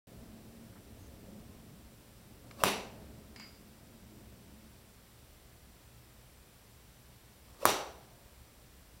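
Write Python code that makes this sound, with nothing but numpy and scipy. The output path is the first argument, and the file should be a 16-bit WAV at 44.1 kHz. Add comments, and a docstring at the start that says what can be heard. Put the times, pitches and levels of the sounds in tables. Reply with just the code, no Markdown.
"""On a driving range, two golf shots are hit a few metres away in the tee shelter.
Each time the club swishes through the air and cracks against the ball, and the shelter
scatters the crack into a wash of echoes. Another club clinks further off.
Distant traffic rumbles and fades under a steady hiss, a low hum and a few faint brushes and peeps."""
import sys
import numpy as np
from scipy import signal
from scipy.fft import rfft, irfft
from scipy.io import wavfile
from scipy.ndimage import uniform_filter1d

SR = 44100
rng = np.random.default_rng(int(sys.argv[2]) if len(sys.argv) > 2 else 0)


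def persist_wave(psi):
    """Save psi, clipped to +-1, as 16-bit WAV."""
    counts = np.round(np.clip(psi, -1, 1) * 32767).astype(np.int16)
    wavfile.write(sys.argv[1], SR, np.atleast_2d(counts).T)


N = 396900

# one row a shot: t/s, knock/dB, crack/dB, turf thud/dB, echo/dB, swish/dB, whistle/dB,
# whistle lead/s, shaft tip/dB
SHOTS = [(2.6368, -4, -18, -26.5, -29, -44.5, -40, 0.0145, -53.5),
         (7.6542, -0.5, -18, -37, -28.5, -44.5, -35, 0.021, -57)]
# tones of club head and ball: f/Hz, level/dB, t60/s (the time to fade by 60 dB)
HEAD_TONES = [(370, -18, 0.024), (637, -9.5, 0.015), (797, -8.5, 0.0093), (1048, 3, 0.0065),
              (1410, -22, 0.0052)]
# the club rushes past on the way down and in the follow-through: t from impact/s, width/s, level/dB
STROKES = [(-.024, 0.025, -3.5), (.03, 0.021, 8)]
# tone colour of the rushing air (a colour sets the balance of low and high): f/Hz, level/dB
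SWISH_COLOUR = [(100, -15), (300, -6), (560, 2), (800, -8.5), (1100, -2), (1500, -14), (2700, -18),
                (4500, -14.5), (8000, -20.5), (15000, -24)]
# whistles from swirls of air behind the tapering shaft: f/Hz, relative level/dB
WHISTLE_TONES = [(560, -5), (1060, -17), (2700, -33.5)]
# the thin end of the shaft sings on the way down: t before impact/s, length/s, f/Hz, width/Hz
TIP_SONG = (0.037, .022, 2700, 160)
# single bounces off nearby surfaces: delay/s, level/dB
REFLECTIONS = [(.0079, -13), (0.0199, -14.5), (0.049, -17)]
# colour of the echoes, one list a shot: f/Hz, level/dB
ECHO_COLOURS = [
    [(53, -42), (90, -5.5), (151, -18), (188, 8), (351, -7), (392, -1.5), (617, -6.5), (853, -4.5),
     (1600, -13.5), (2570, -7), (3400, -13), (5720, -13.5), (8810, -22), (10000, -18), (15800, -30)],
    [(53, -43), (90, -5), (238, -13), (309, -5.5), (383, -1.5), (591, -6), (799, -2.5), (1460, -8.5),
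     (1600, -13), (2800, -12.5), (5130, -15), (5840, -10.5), (6650, -17), (14200, -26.5), (15800, -31)],
]
# peaks and dips the metal head leaves in the echoes: f/Hz, width/Hz, level/dB
HEAD_PEAKS = [(2800, 200, 3), (3780, 320, 4), (5220, 330, -6), (5790, 370, 1), (8900, 250, -7),
              (10200, 400, 2.5), (12000, 400, 2), (13050, 400, -4), (14050, 500, 4), (15200, 600, -5)]
# how long the echoes last at each pitch: f/Hz, t60/s
ECHO_DECAY = [(120, 0.061), (300, 0.6), (600, 0.69), (1200, 0.57), (3000, 0.46), (6000, 0.46),
              (12000, 0.33)]
# colour of the far echo from the trees: f/Hz, level/dB
TREE_COLOUR = [(100, -21), (300, -6), (600, 9), (1100, -5.5), (1700, -9.5), (5000, -16), (10000, -60)]
# small knocks of gear further off: t/s, tick/dB, ring/dB
CLINKS = [(2.511, -47, -90), (3.3613, -45, -53.5), (3.398, -43, -51)]
# colour of their tick: f/Hz, level/dB
TICK_COLOUR = [(300, -17), (1000, 6.5), (1500, 5), (2300, 6), (3600, -4.5), (5000, 6.5), (6000, -8),
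               (7200, 2), (8500, -21), (12000, -21)]
# ring of a hollow metal club head, blurred by the shelter: f/Hz, width/Hz, level/dB, t60/s
METAL_TONES = [(2190, 140, -3.5, 0.36), (2750, 600, -7.5, .27), (4330, 200, -11, .25),
               (4740, 86, -10, 0.55), (4880, 70, -3.5, 0.51)]
# swells of traffic: loudest t/s, level/dB, width/s
TRAFFIC_SWELLS = [(.15, -53.5, 0.79), (1.3, -55, 0.45), (2.92, -52.5, 0.46), (4.3, -59.5, .48)]
# colour of distant traffic: f/Hz, level/dB
TRAFFIC_COLOUR = [(25, -14), (70, -6.5), (115, -2.5), (165, -7), (220, -7.5), (285, -5.5), (450, -14.5),
                  (700, -16.5), (950, -27), (2000, -40), (5000, -69)]
# pitches at which the air in the shelter booms: f/Hz, width/Hz, boost/dB
SHELTER_PEAKS = [(67, 16, 9.5), (111, 13, 6), (182.4, 11, 9.5), (220.8, 34, 12), (316, 30, 1),
                 (419, 68, 5.5), (545, 47, 7.5), (665, 70, 5.5)]
# low drones that stand out of the rumble: t/s, length/s, f/Hz, width/Hz, level/dB
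DRONES = [(0.067, 0.74, 229, 8.2, -62.5), (.8, 0.91, 88, 55, -58.5), (1.24, 0.155, 547, 30, -61.5),
          (1.27, .18, 204, 47, -54.5), (1.55, 0.253, 147, 70, -58), (2.701, 2.3, 216, 23, -63),
          (4.033, 0.22, 317, 82, -64)]
# colour of the steady hiss: f/Hz, level/dB
HISS_COLOUR = [(15, -29), (32, -7.5), (60, -3.5), (88, -10), (113, -7.5), (176, -13), (320, -16.5),
               (570, -19), (713, -21), (1500, -24.5), (4370, -27.5), (13400, -30), (15800, -30.5)]
# hum of far machinery: f/Hz, level/dB
HUM_TONES = [(64.6, -66.5), (118.4, -70)]
# soft brushes as the golfer settles: t/s, length/s, level/dB
BRUSHES = [(0.724, .015, -65), (0.749, .038, -63.5)]
# thin, faint peeps far away: t/s, length/s, f/Hz, width/Hz, level/dB
PEEPS = [(.96, .14, 6500, 500, -69), (1.472, 0.16, 1044, 55, -74)]
# narrow dips in the microphone's treble: f/Hz, width/Hz, level/dB
MIC_DIPS = [(6560, 142, -22), (10980, 230, -7)]


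def golf_shots():
    """Each shot is a swing, a hit, a few quick bounces of that sound and a wash of echoes."""
    out = np.zeros(N)
    tip_lead_s, *tip_tone = TIP_SONG
    for shot, colour in zip(SHOTS, ECHO_COLOURS):
        at, knock_db, crack_db, thud_db, echo_db, air_db, whistle_db, lead_s, tip_db = shot
        hit = impact(knock_db, crack_db, thud_db)
        add(out, at - 0.25, swish(air_db, whistle_db, lead_s))
        add(out, at - tip_lead_s, soft_note(*tip_tone, tip_db))
        add(out, at, hit)
        for delay, db in REFLECTIONS:
            add(out, at + delay, gain_of(db) * hit)
        add(out, at, gain_of(echo_db) * echoes(colour))
    return out


def impact(knock_db, crack_db, thud_db, contact_s=0.00074, crack_s=0.0012, thud_hz=190, thud_t60=0.041):
    """The club squeezes the ball for under a millisecond, cracks, and thuds through the turf."""
    t = seconds(0.1)
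    squeeze = 1 - np.exp(-2 * (t / contact_s) ** 2)
    knock = gain_of(knock_db) * ring(HEAD_TONES, t) * squeeze
    burst = np.sin(np.pi * np.minimum(t / crack_s, 1))
    trail = gain_of(-8) * np.exp(-t / 0.0055)
    bright = noise([(800, -40), (2500, 3), (5000, 4.5), (13000, 0.5), (16000, 1.5), (18000, -24)], len(t))
    crack = gain_of(crack_db) * (burst + trail) * bright
    thud = gain_of(thud_db) * ring([(thud_hz, 0, thud_t60)], t)
    return knock + crack + thud


def swish(air_db, whistle_db, lead_s, whistle_s=0.0039, linger_db=-11, linger_s=0.016, slow_air_db=-20.5):
    """Air hisses round the club, and the shaft whistles just before the ball is hit."""
    t = seconds(0.5) - 0.25  # zero is the moment of impact
    rush = sum(gain_of(db) * np.exp(-((t - at) / width) ** 2) for at, width, db in STROKES)
    swing = (rush + gain_of(slow_air_db)) * signal.windows.tukey(len(t))
    wobbly_t = np.cumsum(1 + 0.058 * wobble(len(t), 200)) / SR  # makes the pitch waver
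    whistle = unit_level(sum(gain_of(db) * np.sin(2 * np.pi * hz * wobbly_t) for hz, db in WHISTLE_TONES))
    # the whistle peaks as the shaft sweeps past, then lingers around the impact
    passing = np.exp(-((t + lead_s) / whistle_s) ** 2)
    linger = gain_of(linger_db) * np.exp(-(t / linger_s) ** 2)
    air = gain_of(air_db) * swing * noise(SWISH_COLOUR, len(t))
    return air + gain_of(whistle_db) * (passing + linger) * whistle


def echoes(colour, build_s=0.043, early_db=-4.5, onset_s=0.00086, trees_db=-25, trees_t60=2):
    """The shelter scatters the crack, middle pitches lasting longest; trees send back a dull echo."""
    t = seconds(1)
    hz, at, bands = signal.stft(noise(colour, len(t), HEAD_PEAKS), SR, nperseg=256)
    fade = gain_of(-60 * np.maximum(at - build_s, 0) / look_up(ECHO_DECAY, hz)[:, None])
    tail = signal.istft(bands * fade, SR, nperseg=256)[1][:len(t)]
    lumps_db = 1.3 * wobble(len(t), 60) * np.exp(-t / 0.2)  # early echoes are uneven
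    build_db = early_db * np.maximum(1 - t / build_s, 0)
    shelter = tail * gain_of(build_db + lumps_db)
    trees = gain_of(trees_db - 60 * t / trees_t60) * noise(TREE_COLOUR, len(t))
    return (shelter + trees) * (1 - np.exp(-t / onset_s))


def clinks(tick_s=0.0043, scatter_db=-6, scatter_t60=0.69, build_s=0.009):
    """Knocked gear ticks; a firm knock also rings the metal and scatters round the shelter."""
    out, t = np.zeros(N), seconds(1)
    fade_in = 1 - np.exp(-t / build_s)
    for at, tick_db, ring_db in CLINKS:
        tick = gain_of(tick_db) * np.exp(-t / tick_s) * noise(TICK_COLOUR, len(t))
        metal = sum(gain_of(db - 60 * t / t60) * fuzzy_tone(hz, width, len(t))
                    for hz, width, db, t60 in METAL_TONES)
        scatter = gain_of(scatter_db - 60 * t / scatter_t60) * noise(TICK_COLOUR, len(t))
        add(out, at, tick + gain_of(ring_db) * (metal + scatter) * fade_in)
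    return out


def traffic(steepness=0.95, steady_db=-72.5):
    """Rumble from a far road comes and goes in swells, and booms in the shelter."""
    t = np.arange(N) / SR
    power = sum((gain_of(db) / (1 + ((t - at) / width) ** 2) ** steepness) ** 2
                for at, db, width in TRAFFIC_SWELLS)
    loudness = np.sqrt(power + gain_of(steady_db) ** 2)
    out = loudness * noise(TRAFFIC_COLOUR, N, SHELTER_PEAKS)
    for at, *drone in DRONES:
        add(out, at, soft_note(*drone))
    return out


def background(hiss_db=-59):
    """A steady hiss and the wavering hum of far machinery, with a few soft brushes and peeps."""
    out = gain_of(hiss_db) * noise(HISS_COLOUR, N)
    out += sum(gain_of(db) * fuzzy_tone(hz, width_hz=12, size=N) for hz, db in HUM_TONES)
    for at, length, db in BRUSHES:
        add(out, at, soft_note(length, hz=1210, width_hz=980, db=db))
    for at, *peep in PEEPS:
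        add(out, at, soft_note(*peep))
    return out


def ring(tones, t):
    """Pure tones that start together and die away, as in a struck object."""
    return sum(gain_of(db - 60 * t / t60) * np.sin(2 * np.pi * hz * t) for hz, db, t60 in tones)


def soft_note(length, hz, width_hz, db):
    """A fuzzy tone that fades in, holds and fades out."""
    size = int(length * SR)
    return gain_of(db) * fuzzy_tone(hz, width_hz, size) * signal.windows.tukey(size)


def fuzzy_tone(hz, width_hz, size):
    """Noise at level 1, gathered round one pitch; a wider band sounds more like a hiss."""
    f = np.fft.rfftfreq(size, 1 / SR)
    spectrum = rfft(rng.standard_normal(size)) / (1 + (2 * (f - hz) / width_hz) ** 2)
    return unit_level(irfft(spectrum, size))


def noise(colour, size, peaks=()):
    """Noise at level 1, with the given tone colour and peaks."""
    hz = np.fft.rfftfreq(size, 1 / SR)
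    shape = gain_of(look_up(colour, hz) + peaks_db(peaks, hz))
    return unit_level(irfft(rfft(rng.standard_normal(size)) * shape, size))


def wobble(size, smooth_samples):
    """A smoothed random wiggle at level 1."""
    return unit_level(uniform_filter1d(rng.standard_normal(size), size=smooth_samples))


def peaks_db(peaks, hz):
    """Adds up rounded peaks and dips, in dB, at each frequency."""
    return sum(db / (1 + (2 * (hz - centre) / width) ** 2) for centre, width, db in peaks)


def look_up(points, hz):
    """Reads between a table's rows along a pitch (log-frequency) scale."""
    f, value = np.transpose(points)
    return np.interp(np.log(hz + 1), np.log(f + 1), value)


def gain_of(db):
    """Turns decibels into a number to multiply by."""
    return 10 ** (np.asarray(db) / 20)


def unit_level(x):
    """Scales a signal so its average (rms) level is 1."""
    return x / np.sqrt(np.mean(x ** 2) + 1e-20)


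def seconds(length):
    """The time of each sample, in seconds."""
    return np.arange(int(length * SR)) / SR


def add(mix, start_s, sound):
    """Mixes a sound in at the given time."""
    part = mix[round(start_s * SR):][:len(sound)]
    part += sound[:len(part)]


def scene():
    """The whole range, in one channel."""
    return (golf_shots() + clinks() + traffic() + background())[None]


def record(dry, silent_s=0.071, top_hz=15950):
    """The microphone dips two narrow bands; the first instant is silent and the top treble is cut."""
    response = gain_of(peaks_db(MIC_DIPS, np.fft.rfftfreq(N, 1 / SR)))
    heard = irfft(rfft(dry) * response, N)
    heard *= np.arange(N) / SR > silent_s
    treble_cut = signal.firwin(511, top_hz, window=("kaiser", 9), fs=SR)
    return signal.oaconvolve(heard, treble_cut[None], "same")


dry = scene()
out = record(dry)
persist_wave(out)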